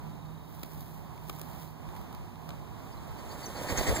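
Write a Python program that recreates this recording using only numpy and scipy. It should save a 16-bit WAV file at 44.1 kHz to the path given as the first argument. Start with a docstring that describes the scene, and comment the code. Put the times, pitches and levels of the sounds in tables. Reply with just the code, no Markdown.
"""A low distant roar, a hum and a faint trill lie over a stubble field at dusk.
Dry stalks tick and clothing rustles close to a hand-held camera.
Then ducks fly in low and pass just overhead: air rushes through their feathers,
each wingbeat swishes and whistles, and the nearest ones buffet the microphones."""
import sys
import numpy as np
from scipy import signal
from scipy.fft import rfft, irfft
from scipy.io import wavfile

SR = 44100
rng = np.random.default_rng(int(sys.argv[2]) if len(sys.argv) > 2 else 0)


def digitize_waveform(pressure):
    """Quantize a signal to 16-bit integers and store it at the path in sys.argv[1].

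    Rows of a 2-D input are taken as channels; values are limited to [-1, 1].
    """
    field = np.atleast_2d(pressure).T
    bounded = np.clip(field, -1, 1)
    quanta = np.round(bounded * 32767).astype(np.int16)
    wavfile.write(sys.argv[1], SR, quanta)


N = 176400
T, HZ = np.arange(N) / SR, np.fft.rfftfreq(N, 1 / SR)


def amp(db):
    """Decibels to gain."""
    return 10 ** (np.asarray(db) / 20)


def per_bin(points):
    """Table interpolated over log frequency."""
    hz, value = np.transpose(points)
    return np.interp(np.log(HZ + 1), np.log(hz), value)


def envelope(points):
    """Table of dB over time, as gain."""
    return amp(np.interp(T, *np.transpose(points)))


def lowpass(x, cutoff_hz):
    """Zero-phase low-pass, 24 dB/octave."""
    return irfft(rfft(x) / (1 + (HZ / cutoff_hz) ** 4), N)


def wander(rate_hz):
    """Smooth noise, rms 1."""
    x = lowpass(rng.standard_normal(N), rate_hz)
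    return x / x.std()


def flutter(depth_db, rate_hz):
    """Random gain, mean power 1."""
    gain = amp(depth_db * wander(rate_hz))
    return gain / np.sqrt(np.mean(gain ** 2))


def bell(at_s, sigma_s):
    """Gaussian envelope, peak 1."""
    return np.exp(-.5 * ((T - at_s) / sigma_s) ** 2)


def stereo_noise(spectrum, coherence, balance, lag_s):
    """Coloured noise from one direction; balance is left minus right, and the left lags."""
    right, independent = rfft(rng.standard_normal((2, N)))
    alike = np.clip(per_bin(coherence), 0, .999)
    tilt = amp(per_bin(balance))
    left = alike * right + np.sqrt(1 - alike ** 2) * independent
    left = left * tilt * np.exp(-2j * np.pi * HZ * lag_s)
    colour = amp(per_bin(spectrum)) * np.sqrt(SR / (1 + tilt ** 2))
    return irfft(np.array([left, right]) * colour, N)


# Wing noise spectra: f/Hz, density/dB
RUSH_SPECTRUM = [(100, -54.5), (250, -72), (550, -75.5), (950, -76.5), (1400, -84.5), (1900, -83.5),
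                 (2600, -88), (4400, -89.5), (5500, -91.5), (7500, -89.5), (10500, -96), (14500, -92.5)]
SWISH_SPECTRUM = [(300, -61), (800, -74.5), (1400, -79), (1950, -66.5), (2600, -80.5), (4300, -80.5),
                  (5400, -81), (6800, -80.5), (8500, -81.5), (11000, -101), (15000, -90)]
PUSH_SPECTRUM = [(60, -67), (150, -57.5), (260, -68), (400, -66.5), (620, -71), (900, -89), (1500, -87.5),
                 (4000, -100)]
FLAP_SPECTRUM = [(100, -84), (300, -63.5), (600, -55.5), (850, -69), (1300, -83), (3000, -76), (9000, -100)]
GUST_SPECTRUM = [(20, -85), (38, -60), (54, -27), (80, -42), (130, -57), (300, -92), (1000, -115)]
# Microphone likeness, close sources and gusts: f/Hz, coherence/0-1
NEAR_COHERENCE = [(50, 0.99), (300, 0.99), (600, 1), (1500, 0.84), (3000, 0.39), (8000, 0.087),
                  (13000, 0.22)]
GUST_COHERENCE = [(50, .985), (200, .985)]
# Left minus right: f/Hz, level/dB
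DUCK_BALANCE = [(100, 0), (1000, -1.5), (2000, 37), (3200, 21), (6500, 58), (9000, -2), (12000, 8),
                (15000, -2)]
# Rush of the nearing flock: t/s, level/dB
APPROACH = [(0, -45), (2.4, -43), (2.9, -15), (3.16, -15), (3.3, -6), (3.42, -4), (3.52, -2.5), (3.6, -1.5),
            (3.72, 2.5), (3.8, 4.5), (3.9, 5.5), (4, 2.5)]
# Wingbeats: t/s, swish level/dB, push level/dB
WINGBEATS = [(3.199, -19, -28), (3.3, -26, -25), (3.455, -22, -4.5), (3.586, -9, -0.5), (3.697, -3, 4.5),
             (3.786, 1.5, -1), (3.866, -7.5, -6), (3.887, -1.5, 8), (3.968, -4, 2)]
# Closest feather flaps, gusts on the microphones: t/s, level/dB
FLAPS = [(3.585, -14), (3.648, -10), (3.674, -5), (3.724, -3), (3.812, 2), (3.836, -5), (3.871, -2),
         (3.919, 1)]
GUSTS = [(3.713, -1), (3.8, 4), (3.897, 2.5), (3.932, -3)]


def wings(push_delay_s=.029, lag_s=.0001, treble_exponent=1.18):
    """Air rushes through feathers; beats swish, then push air; the nearest flap and buffet."""
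    spectra = RUSH_SPECTRUM, SWISH_SPECTRUM, PUSH_SPECTRUM, FLAP_SPECTRUM
    rush, swish, push, flap = (stereo_noise(s, NEAR_COHERENCE, DUCK_BALANCE, lag_s) for s in spectra)
    gust = stereo_noise(GUST_SPECTRUM, GUST_COHERENCE, DUCK_BALANCE, lag_s)
    nearness = envelope(APPROACH)
    body = lowpass(rush, cutoff_hz=2000)
    treble = rush - body
    body *= nearness * flutter(depth_db=2, rate_hz=38)
    treble *= nearness ** treble_exponent * flutter(depth_db=1.5, rate_hz=24)
    swish *= sum(amp(db) * bell(t, sigma_s=.014) for t, db, _ in WINGBEATS)
    push *= sum(amp(db) * bell(t + push_delay_s, sigma_s=.019) for t, _, db in WINGBEATS)
    beats = (swish + push) * flutter(depth_db=2, rate_hz=160)
    flap *= sum(amp(db) * bell(t, sigma_s=.003) for t, db in FLAPS)
    gust *= sum(amp(db) * bell(t, sigma_s=.012) for t, db in GUSTS)
    return body + treble + beats + flap + gust


# Feather notes: t/s, sigma/s, f/Hz, glide/(Hz/s), level/dB, rasp/0-1
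WHISTLES = [(2.93, .007, 4910, -3000, -64, .8), (2.978, 0.0046, 4060, 1999, -59.5, .3),
            (3.19, .006, 4500, 2000.5, -59, .4), (3.295, 0.0077, 6930, -8000, -63, 0.8),
            (3.316, 0.01, 4560, 9002, -54, 0.56), (3.352, .007, 7000, 0.5, -66, .9),
            (3.44, 0.0094, 4510, -3000, -51.5, 0.7), (3.465, .0042, 6050, -22000, -40.5, .2),
            (3.574, 0.013, 4430, -4000, -53, 0.74), (3.696, 0.007, 4530, 1, -48, .6),
            (3.78, 0.0059, 6600, 12002.5, -37.5, 0.7), (3.806, 0.0095, 4600, 1, -46, 0.3),
            (3.874, .005, 7760, 2, -40, .4), (3.89, 0.0087, 4440, 5000.5, -48, 0.3),
            (3.964, 0.01, 7400, -8000, -40.5, 0.8), (3.995, 0.01, 4500, 9005, -47, .5)]


def feather_whistles(wobble_rms_hz=69.7, right_db=-31):
    """Feather tips sing a brief unsteady note on a stroke, some clear, some raspy."""
    out = np.zeros(N)
    wobble_hz = wobble_rms_hz * wander(rate_hz=630)
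    roughness = wander(rate_hz=328) + 1j * wander(rate_hz=328)
    for t, sigma_s, hz, glide, db, rasp in WHISTLES:
        cycles = np.cumsum(hz + glide * (T - t) + wobble_hz) / SR
        note = (1 + rasp * roughness) * np.exp(2j * np.pi * cycles)
        out += amp(db) * bell(t, sigma_s) * np.sqrt(2) * note.real
    return np.array([out, amp(right_db) * out])


# Clothing and stalk spectra: f/Hz, density/dB
RUSTLE_SPECTRUM = [(800, -110), (2000, -101), (4000, -99), (6500, -103), (10000, -102), (12500, -94.5),
                   (15000, -94)]
KNOCK_SPECTRUM = [(100, -79), (320, -67), (600, -76.5), (1200, -76), (1800, -86), (2400, -76.5),
                  (3500, -80), (4600, -84.5), (7000, -92), (15000, -100)]
SNAP_SPECTRUM = [(1000, -118), (3000, -106), (4500, -98), (6500, -94.5), (10000, -93.5), (13000, -87),
                 (15500, -86)]
# Left minus right: f/Hz, level/dB
HAND_BALANCE = [(100, 14), (4000, -2.5), (9000, -26), (13000, -16)]
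# Clothing rub: t/s, level/dB
RUBBING = [(0, -25), (.42, -16), (.52, -6), (.78, -2), (.95, -5), (1.12, -20), (1.3, -1.5), (1.5, -4.5),
           (1.64, 0.5), (1.72, -12), (1.82, -39), (1.98, -7), (2.25, -44), (2.45, -12), (2.7, -43),
           (4, -21)]
# Stalk and handling ticks: t/s, length/s, knock level/dB, snap level/dB
TICKS = [(0.6315, .004, -2.5, 4), (0.648, .001, -12, -14), (0.807, .002, -22, 3), (1.177, .002, -14, -12),
         (1.2943, .002, -7, -1), (1.296, .003, 3, 4.5), (1.387, .002, -20, -2), (1.3952, .0015, -13, 4),
         (1.4145, .001, -3, 13), (1.888, .001, -10, -18), (1.951, .003, -13, -11), (1.963, .005, -13, -9),
         (2.014, .0015, -14, -5), (2.127, .003, -14, -7), (2.148, .002, -7.5, -4), (2.357, .001, -12, -18),
         (2.4905, .002, -3, -5), (2.5045, .002, -4, -22)]
# Ring of a struck stalk: f/Hz, level/dB, decay/s
STALK_MODES = [(560, -54, .005), (1230, -58, .004), (2550, -64, .003)]


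def clothing_and_stalks(rise_s=.00015, knock_release_s=.002, snap_release_s=.0006):
    """Clothing rubs with a grainy rustle; dry stalks crunch, stop short and ring briefly."""
    rustle, knock, snap = (stereo_noise(s, NEAR_COHERENCE, HAND_BALANCE, lag_s=.00005)
                           for s in (RUSTLE_SPECTRUM, KNOCK_SPECTRUM, SNAP_SPECTRUM))
    out = rustle * envelope(RUBBING) * flutter(depth_db=3.5, rate_hz=420)
    for t, length_s, knock_db, snap_db in TICKS:
        age_s = np.clip(T - t, 0, .2)
        tail_s = np.maximum(age_s - length_s, 0)
        attack = 1 - np.exp(-age_s / rise_s)
        ring = sum(amp(db) * np.exp(-age_s / decay_s) * np.sin(2 * np.pi * hz * age_s)
                   for hz, db, decay_s in STALK_MODES)
        out += amp(knock_db) * (attack * np.exp(-tail_s / knock_release_s) * knock + ring)
        out += amp(snap_db) * attack * np.exp(-tail_s / snap_release_s) * snap
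    return out


# Roar spectrum: f/Hz, density/dB
ROAR_SPECTRUM = [(20, -81), (36, -83), (52, -55), (85, -62.5), (115, -61.5), (190, -68.5), (290, -75.5),
                 (370, -79.5), (510, -86.5), (760, -81.5), (1000, -81), (1400, -91.5), (2100, -97),
                 (3300, -100), (6000, -106), (10300, -110), (14500, -105)]
# Microphone likeness: f/Hz, coherence/0-1
ROAR_COHERENCE = [(50, 0.88), (160, 0.99), (500, 0.69), (1100, 0.7), (2000, 0.2), (4000, 0)]
# Left minus right: f/Hz, level/dB
ROAR_BALANCE = [(100, -.3), (2000, 0), (9000, -.5), (13000, -4)]
# Upper band of the roar: t/s, level/dB
ROAR_SWELL = [(0, -1.5), (.6, -2.5), (1.2, -0.1), (2.4, -0.5), (4, 0)]
FAR_LAG_S = .00027


def distant_roar():
    """Low wavering noise whose upper band swells a little."""
    roar = stereo_noise(ROAR_SPECTRUM, ROAR_COHERENCE, ROAR_BALANCE, FAR_LAG_S)
    roar *= flutter(depth_db=1.19, rate_hz=3.3)
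    low = lowpass(roar, cutoff_hz=400)
    return low + (roar - low) * envelope(ROAR_SWELL)


# Hum envelope: t/s, level/dB
HUM_LEVEL = [(0, -45), (.7, -43), (1.7, -46), (2.1, -47), (2.5, -45), (2.8, -49.5), (4, -55)]


def distant_hum(pitch_hz=157, drift_rms_hz=2.1):
    """One low tone, unsteady in pitch and level."""
    drift_cycles = np.cumsum(drift_rms_hz * wander(rate_hz=7.4)) / SR
    cycles = pitch_hz * np.array([T - FAR_LAG_S, T]) + drift_cycles
    tone = np.sqrt(2) * np.sin(2 * np.pi * cycles)
    return tone * envelope(HUM_LEVEL) * flutter(depth_db=2.5, rate_hz=7.4)


# Faint trills: start/s, end/s, level/dB
TRILLS = [(0.087, 0.52, -74.5), (2.473, 2.822, -79)]


def distant_trills(pitch_hz=3690, arch_hz=130, rate_hz=32.1, fade_s=.025):
    """Trains of even chirps, each a small arch of pitch."""
    out = np.zeros(N)
    for start_s, end_s, db in TRILLS:
        arch = np.sin(np.pi * rate_hz * (T - start_s)) ** 2
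        gate = np.clip(np.minimum(T - start_s, end_s - T) / fade_s, 0, 1)
        cycles = np.cumsum(pitch_hz + arch_hz * arch) / SR
        out += amp(db) * gate * 2 * arch ** 2 * np.sin(2 * np.pi * cycles)
    return out


def scene():
    """Sum at the two microphones."""
    background = distant_roar() + distant_hum() + distant_trills()
    return background + wings() + feather_whistles() + clothing_and_stalks()


def record(dry):
    """The camera widens the stereo by subtracting the delayed opposite channel, then band-limits."""
    crossfeed, delay_samples, right_db, cutoff_hz = .99, 16, 1.2, 15600
    opposite = np.pad(dry[::-1], ((0, 0), (delay_samples, 0)))[:, :N]
    wide = (dry - crossfeed * opposite) * np.array([[1], [amp(right_db)]])
    taps = signal.firwin(511, cutoff_hz, window=("kaiser", 9), fs=SR)
    return signal.oaconvolve(wide, taps[None], "same")


dry = scene()
out = record(dry)
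digitize_waveform(out)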